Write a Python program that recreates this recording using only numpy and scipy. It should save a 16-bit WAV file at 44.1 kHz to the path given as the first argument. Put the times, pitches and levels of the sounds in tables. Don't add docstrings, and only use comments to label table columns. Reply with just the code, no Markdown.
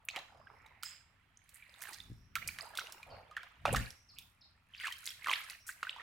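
import sys
import numpy as np
from scipy import signal
from scipy.fft import rfft, irfft, next_fast_len
from scipy.io import wavfile
from scipy.ndimage import uniform_filter1d

SR = 44100
rng = np.random.default_rng(int(sys.argv[2]) if len(sys.argv) > 2 else 0)


def put_to_file(sound):
    columns = np.atleast_2d(sound).T
    safe = np.clip(columns, -1, 1)
    whole_steps = np.round(safe * 32767)
    wavfile.write(sys.argv[1], SR, whole_steps.astype(np.int16))


N = 265482

# [t/s, level/dB, f/Hz, ring time constant/ms, snap of the film/dB re the ring]
AIR_POCKETS = [(0.0865, -21, 2340, 0.83, -8), (.161, -27, 2250, 1.1, -1.5), (.166, -35.5, 633, 0.38, -2),
               (0.166, -30.5, 3130, 2.3, -14), (.189, -37.5, 3930, 2.2, -2), (0.47, -43.5, 1560, 4.2, -27),
               (.501, -40.5, 1105, 0.86, -33), (.663, -51.5, 3770, 1.8, 0.5), (.827, -40, 4670, .8, -1.5),
               (0.8333, -33.5, 1364, 1.6, 9.5), (1.373, -45, 6270, 0.93, -28), (1.492, -54, 7100, 0.53, 10),
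               (1.624, -44.5, 2300, 4.3, -28), (1.821, -36, 1720, 0.93, 1.5), (1.909, -48, 870, 3.9, 4),
               (2.0032, -34.5, 3510, 1.4, -8.5), (2.3545, -23, 2220, 0.92, 2),
               (2.3571, -29.5, 1430, 2.6, -13), (2.364, -28, 1318, 5.3, -31), (2.476, -30, 4760, 0.96, -12),
               (2.488, -27.5, 2290, 2.4, -26), (2.587, -29.5, 1770, 0.45, -1),
               (2.753, -37.5, 3380, 1.2, 1.5), (2.774, -25, 3630, 0.52, 2.5),
               (2.7872, -23.5, 1450, 1.9, -50), (2.794, -25, 4000, 0.23, -2), (2.87, -37.5, 2710, 1.4, -2),
               (2.923, -43.5, 5400, 1.4, 11.5), (3.03, -40, 2375, 4.6, -1), (3.312, -46, 1206, 13, -2.5),
               (3.367, -26, 1720, 2, -9), (3.374, -29, 1420, 1.6, -11.5), (3.432, -40.5, 1540, 2.2, -2.5),
               (3.6535, -14.5, 1210, 0.72, -14), (3.655, -19, 718, 1.4, -11.5),
               (3.658, -23.5, 2560, 2.1, -2.5), (3.747, -22, 1217, 1.4, -5), (3.7655, -24.5, 1800, 2.9, -7),
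               (3.9051, -36, 5360, 0.94, -0.5), (4.186, -37, 3420, 0.83, 2.5), (4.737, -43.5, 3070, 7, -20),
               (4.7482, -35.5, 2620, 1.2, -33), (4.8, -31.5, 2850, 0.97, -6), (4.837, -33, 1900, 2.7, -8),
               (4.8708, -27, 2700, 2.2, -2), (4.924, -32.5, 3060, 3.4, 0.5),
               (5.075, -23.5, 3630, 0.37, -21), (5.105, -38.5, 3240, 5.9, 2),
               (5.244, -32.5, 2170, 1.6, -1.5), (5.262, -31, 1460, 2.2, -12.5),
               (5.297, -21, 3020, 1.2, -34), (5.3135, -19.5, 2410, 1.3, -4),
               (5.3335, -16.5, 2190, 0.71, -24), (5.3368, -16.5, 3260, 0.57, -18),
               (5.4996, -30, 4300, 0.31, 0), (5.691, -30.5, 1520, 3.4, -24),
               (5.8297, -22.5, 1333, 1.17, -10), (5.869, -31.5, 1490, 4.1, -27),
               (5.8943, -22.5, 2870, .57, -24)]
# [t/s, length/s, level/dB, first f/Hz, last f/Hz]
GURGLE_RUNS = [(0.322, 0.076, -53, 790, 610), (1.838, .048, -38.5, 1910, 1500),
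               (3.673, 0.012, -30.5, 691, 530), (3.73, .03, -29.5, 502, 1763),
               (4.843, .036, -32.5, 1830, 1066), (5.271, 0.035, -24.5, 1234, 993),
               (5.961, 0.069, -41, 935, 1500)]
# [f/Hz, level/dB]
FILM_SPECTRUM = [(1200, -17.5), (3000, 0.5), (5500, -6.5), (9000, -7), (16000, -12.5)]
# [t/s, level/dB, f/Hz, spread/octaves, rise time/s]
WATER_SQUIRTS = [(.05, -51, 11700, 0.37, 0.0022), (0.0862, -40.5, 6900, 0.24, 0.0012),
                 (.5, -67.5, 2040, 0.29, 0.16), (.835, -57.5, 2590, 0.77, 0.039),
                 (.835, -51, 5020, 0.067, 0.031), (0.838, -54, 7330, 0.15, 0.029),
                 (1.538, -56, 9200, 0.41, 0.01), (1.1, -86, 3130, 0.083, 0.26),
                 (1.531, -65, 2140, 0.37, 0.15), (1.816, -46, 10200, 0.74, 0.0076),
                 (1.928, -49.5, 6400, 1, 0.0092), (2.473, -34, 9000, 0.63, 0.004),
                 (3.06, -55.5, 688, 0.51, 0.055), (3.724, -42, 9670, 0.38, 0.0059),
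                 (3.76, -33, 4540, 1.2, 0.004), (4.16, -60, 2600, 0.2, 0.019),
                 (4.186, -44, 11540, 0.36, 0.0013), (5.054, -43.5, 7620, 0.77, 0.0084),
                 (5.665, -47.5, 9200, 0.7, 0.014)]
# [t/s at the height, rise/s, fall/s, large bubbles level/dB, small bubbles level/dB, fizz level/dB]
MUD_STROKES = [(0.168, 0.022, 0.039, -46.5, -45, -143), (.35, 0.26, 0.17, -62, -77, -103),
               (.53, 0.08, 0.2, -59.5, -88, -80.5), (.75, 0.21, 0.034, -68.5, -74, -101),
               (.9, 0.1, 0.33, -95, -70, -89), (1.57, 0.083, 0.05, -98.5, -62.5, -67),
               (1.892, 0.1, 0.1, -58, -55.5, -53), (2.42, 0.01, 0.17, -65, -51.5, -69.5),
               (2.618, 0.028, .07, -50, -57, -55), (2.798, 0.09, 0.2, -52, -54, -62),
               (3.14, 0.037, .09, -54, -59.5, -109), (3.42, 0.09, 0.16, -62.5, -56, -79.5),
               (3.681, 0.011, 0.042, -63, -38, -59), (3.768, 0.039, .055, -55.5, -38, -46),
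               (4.21, 0.11, 0.084, -72, -92, -70), (4.861, 0.038, 0.038, -88, -36, -48.5),
               (5.09, 0.092, 0.046, -70.5, -49.5, -49.5), (5.327, 0.05, 0.061, -53, -35.5, -43),
               (5.512, 0.068, 0.039, -62, -47, -53), (5.698, 0.015, 0.015, -83, -44, -53),
               (5.881, 0.059, 0.045, -58.5, -49.5, -59.5), (6.01, 0.045, .08, -58, -47, -87)]
# [large bubbles level/dB, small bubbles level/dB, fizz level/dB]
RESTING_LEVELS = [-78.5, -75, -87.5]
# [f/Hz, level/dB]
LARGE_BUBBLE_SPECTRUM = [(150, -13), (350, -14), (550, -8.5), (900, -2), (1400, 2), (2200, -26),
                         (5000, -35.5)]
SMALL_BUBBLE_SPECTRUM = [(600, -42), (1200, -7.5), (1800, -2), (2600, -3), (4200, -15), (6500, -23.5),
                         (12000, -51)]
FIZZ_SPECTRUM = [(2000, -33), (4000, 10.5), (5500, -3), (8000, 1), (12000, 1), (16000, -5.5)]
# [t/s, left minus right level/dB]
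MUD_BALANCE = [(0, -2), (.8, -5.5), (2.35, -6), (2.8, -2.5), (3.6, -3), (5.1, -2.5), (6, -2)]
# [t/s, level/dB, ring time constant/ms]
HEAVY_PUSHES = [(2.1, -47, 14), (2.117, -44.5, 7.1), (3.683, -38, 10), (3.719, -34.5, 29),
                (3.756, -37.5, 28), (3.808, -44, 24)]
# [mean f/Hz, level/dB, ring time as a share of the push's]
SOFT_GROUND_MODES = [(49, -5, 0.99), (120.3, 0.5, 1.3), (184.4, -0.5, 0.57), (241, -4.5, 0.53)]
# [t/s at the height, rise/s, fall/s, level/dB]
WEIGHT_SHIFTS = [(.4, 0.17, 0.45, -70), (2.14, .1, 0.11, -55.5), (2.46, 0.11, 0.11, -55.5),
                 (3.13, 0.066, 0.082, -59), (3.71, 0.035, 0.04, -38.5), (3.8, 0.031, 0.037, -37.5),
                 (4.2, 0.11, .1, -67.5)]
# [f/Hz, level/dB]
RUMBLE_SPECTRUM = [(15, -14), (30, -2), (50, 1.5), (90, 4), (140, -4), (250, -11), (400, -24), (1000, -54)]
# [f/Hz, time to fall by 60 dB/s]
TAIL_DECAY = [(100, 0.52), (500, 0.39), (1500, 0.41), (4000, 0.32), (9000, 0.51), (16000, 0.24)]
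# [f/Hz, level/dB]
TAIL_SPECTRUM = [(60, -16), (500, -1.5), (1500, -7), (4000, 3.5), (9000, -5.5), (16000, 8.5)]
# [t/s, level/dB, first f/Hz, last f/Hz, length/s]
BIRD_NOTES = [(0.255, -76, 4960, 5340, 0.38), (2.024, -72.5, 5180, 5680, 0.28),
              (3.099, -54.5, 4980, 4140, 0.028), (3.958, -66, 5700, 5820, 0.077),
              (4.085, -52.5, 5540, 3950, 0.029), (4.41, -53, 5500, 3510, 0.019),
              (4.776, -46, 5270, 3800, 0.014), (5.596, -59, 5470, 5760, 0.037)]
# [f/Hz, level/dB]
HUSH_SPECTRUM = [(20, 1), (150, -10), (400, -11), (1000, -1.5), (2200, -6), (5000, -20.5), (16000, -28.5)]

GURGLE_CYCLES, GURGLE_SNAP_DB = 2.66, -6.5
GURGLE_JITTER_S, GURGLE_SWELL_DB = 0.0012, -2
LESSER_DB = -10
FIZZ_CYCLES = 2.2
BUBBLING_DB = 7
BUBBLING_GROWTH = 0.18
RUMBLE_FLOOR_DB = -74
TOP_HZ = 16150


def amp(db):
    return 10 ** (np.asarray(db) / 20)


def unit(x):
    return x / np.sqrt(np.mean(x ** 2) + 1e-20)


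def along(points, hz):
    f, value = np.transpose(points)
    return np.interp(np.log(hz + 1), np.log(f + 1), value)


def curves(rows):
    s, *columns = np.transpose(rows)
    return [np.interp(np.arange(N) / SR, s, column) for column in columns]


def filtered(x, gain):
    n = x.shape[-1]
    m = next_fast_len(n + 8192)
    return irfft(rfft(x, m) * gain(np.fft.rfftfreq(m, 1 / SR)), m)[..., :n]


def coloured(x, spectrum):
    return unit(filtered(x, lambda hz: amp(along(spectrum, hz))))


def add(track, s, sound):
    i = max(0, round(s * SR))
    part = track[..., i:i + sound.shape[-1]]
    part += sound[..., :part.shape[-1]]


def swells(rows):
    t = np.arange(N) / SR
    power = np.zeros(N)
    for s, rise, fall, db in rows:
        distance = np.maximum((s - t) / rise, (t - s) / fall).clip(0, 30)
        power += (amp(db) * np.exp(-distance)) ** 2
    return np.sqrt(power)


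def ring(t, hz, life, glide, onset):
    pitch = hz * (1 + glide * (1 - np.exp(-t / (2 * life))))
    tone = np.sin(2 * np.pi * np.cumsum(pitch, -1) / SR)
    return tone * np.exp(-t / life) * (1 - np.exp(-t * hz / onset)) ** 2


def bubbles(rate, hz, spread, cycles, scatter_db, size=N):
    count = int(rate * size / SR) + 1
    start = rng.integers(0, size, (count, 1))
    octave, life, strength, place = rng.standard_normal((4, count, 1))
    pitch = np.clip(hz * 2 ** (spread * octave), 200, SR / 2.8)
    k = np.arange(SR // 80)
    notes = ring(k / SR, pitch, cycles * amp(7.6 * life) / pitch, glide=0.11, onset=0.043)
    notes *= amp(scatter_db * np.minimum(strength, 2))
    when = (start + k).ravel()
    sides = []
    for side in (1, -1):
        placed = notes * amp(side * 3.1 * place)
        sides.append(np.bincount(when, placed.ravel(), size)[:size])
    return unit(np.array(sides))


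def pops():
    out, t = np.zeros(N), np.arange(SR // 16) / SR
    for s, db, hz, life_ms, snap_db in AIR_POCKETS + gurgles(count=4):
        note = ring(t, hz, life_ms / 1000, glide=0.048, onset=1.0)
        film = coloured(rng.standard_normal(len(t)), FILM_SPECTRUM)
        tear = np.exp(-t / 0.001) + amp(-7.5) * np.exp(-t / 0.01)

        def film_gain(f):
            dull = 1 / np.hypot(1, f / (9000 * amp(snap_db * 6.9)))
            small = 1 - np.exp(-(f / (0.78 * hz)) ** 2)
            return dull * small

        snap = filtered(film * tear, film_gain)
        plop = note / np.abs(note).max() + amp(snap_db) * snap / np.abs(snap).max()
        add(out, s, amp(db - 3.0) * plop)
        for delay, octave, strength in rng.standard_normal((7, 3)):
            pitch = hz * 2 ** (0.4 * np.clip(octave, -1, 2) + 0.23)
            lesser = ring(t, min(pitch, SR / 3), 3.5 / pitch, glide=0.053, onset=1.0)
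            level = db + LESSER_DB - 1.17 * abs(strength)
            add(out, s - 0.003 + 0.015 * abs(delay), amp(level) * lesser)
    return out


def gurgles(count):
    plops = []
    for s, length, db, first_hz, last_hz in GURGLE_RUNS:
        for u, slip in zip(np.linspace(0, 1, count), rng.standard_normal(count)):
            hz = first_hz * (last_hz / first_hz) ** u
            when = s + u * length + GURGLE_JITTER_S * slip
            level = db + GURGLE_SWELL_DB * (u - 0.5)
            plops.append((when, level, hz, 1000 * GURGLE_CYCLES / hz, GURGLE_SNAP_DB))
    return plops


def squirts():
    out = np.zeros((2, N))
    for s, db, hz, spread, rise in WATER_SQUIRTS:
        u = np.arange(SR // 2) / SR / rise
        cloud = bubbles(rate=4000, hz=hz, spread=spread, cycles=0.28, scatter_db=2.5, size=len(u))
        jet = unit(filtered(cloud, lambda f: np.exp(-0.5 * (np.log2((f + 1) / hz) / spread) ** 2)))
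        add(out, s, amp(db) * jet * u * np.exp(1 - u))
    return out


def churn():
    swarms = [bubbles(rate=550, hz=792, spread=0.599, cycles=2.2, scatter_db=7.0),
              bubbles(rate=1500, hz=2315, spread=0.524, cycles=4, scatter_db=10.5),
              bubbles(rate=440, hz=9360, spread=0.513, cycles=FIZZ_CYCLES, scatter_db=7.5)]
    spectra = (LARGE_BUBBLE_SPECTRUM, SMALL_BUBBLE_SPECTRUM, FIZZ_SPECTRUM)
    s, rise, fall, *levels = np.transpose(MUD_STROKES)
    out = np.zeros((2, N))
    for swarm, spectrum, db, rest_db in zip(swarms, spectra, levels, RESTING_LEVELS):
        flow = rng.standard_normal(N) + amp(12.5) * rng.standard_normal((2, N))
        wash = coloured(flow, spectrum)
        stir = swells(zip(s, rise, fall, db))
        bubbling = amp(BUBBLING_DB) * (stir / stir.max()) ** BUBBLING_GROWTH
        mixture = (wash + bubbling * coloured(swarm, spectrum)) / np.hypot(1, bubbling)
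        out += amp(-3.0) * np.hypot(stir, amp(rest_db)) * mixture
    return out


def ground():
    thuds, t = np.zeros((2, N)), np.arange(SR // 3) / SR
    for s, db, life_ms in HEAVY_PUSHES:
        for hz, mode_db, share in SOFT_GROUND_MODES:
            pitch = hz * (1 + 0.03 * rng.standard_normal((2, 1)))
            note = ring(t, pitch, share * life_ms / 1000, glide=0, onset=0.35)
            add(thuds, s, amp(db + mode_db) * note / np.abs(note).max())
    shake = rng.standard_normal(N) + 0.28 * rng.standard_normal((2, N))
    rumble = coloured(shake, RUMBLE_SPECTRUM)
    rumble_gain = np.hypot(swells(WEIGHT_SHIFTS), amp(RUMBLE_FLOOR_DB))
    return (thuds + rumble_gain * rumble) * amp([[0.9], [-0.9]])


def tail(x):
    out, size = np.zeros((2, N)), SR // 4
    for i in range(0, N, size):
        hz, t, z = signal.stft(rng.standard_normal((2, SR)), SR, nperseg=256)
        level = along(TAIL_SPECTRUM, hz)[:, None] - 60 * t / along(TAIL_DECAY, hz)[:, None]
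        decay = amp(level) * (1 - np.exp(-t / 0.023))
        echo = signal.istft(z * decay, SR, nperseg=256)[1]
        echo = echo / np.linalg.norm(echo[0])
        add(out, i / SR, signal.fftconvolve(x[None, i:i + size], echo, axes=1))
    return out


def bird():
    out = np.zeros(N)
    for s, db, first_hz, last_hz, length in BIRD_NOTES:
        u = np.linspace(0, 1, int(length * SR))
        quaver = unit(uniform_filter1d(rng.standard_normal(len(u)), size=30))
        pitch = (first_hz + (last_hz - first_hz) * u) * (1 + 0.045 * quaver)
        tone = np.sin(2 * np.pi * np.cumsum(pitch) / SR)
        add(out, s, amp(db) * tone * np.abs(np.sin(np.pi * u)) ** 0.5)
    return out


def hush():
    noise = rng.standard_normal(N) + rng.standard_normal((2, N))
    return amp(-81) * coloured(noise, HUSH_SPECTRUM)


def scene():
    mud, song = pops() + squirts() + churn(), bird()
    pan = amp(curves(MUD_BALANCE)[0] * np.array([[0.5], [-0.5]]))
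    diffuse = amp(-7.0) * tail(mud.mean(0) + amp(5.5) * song)
    return (mud + diffuse) * pan + amp(-5.5) * song + ground() + hush()


def record(dry):
    return filtered(dry, lambda hz: hz < TOP_HZ)


dry = scene()
out = record(dry)
put_to_file(out)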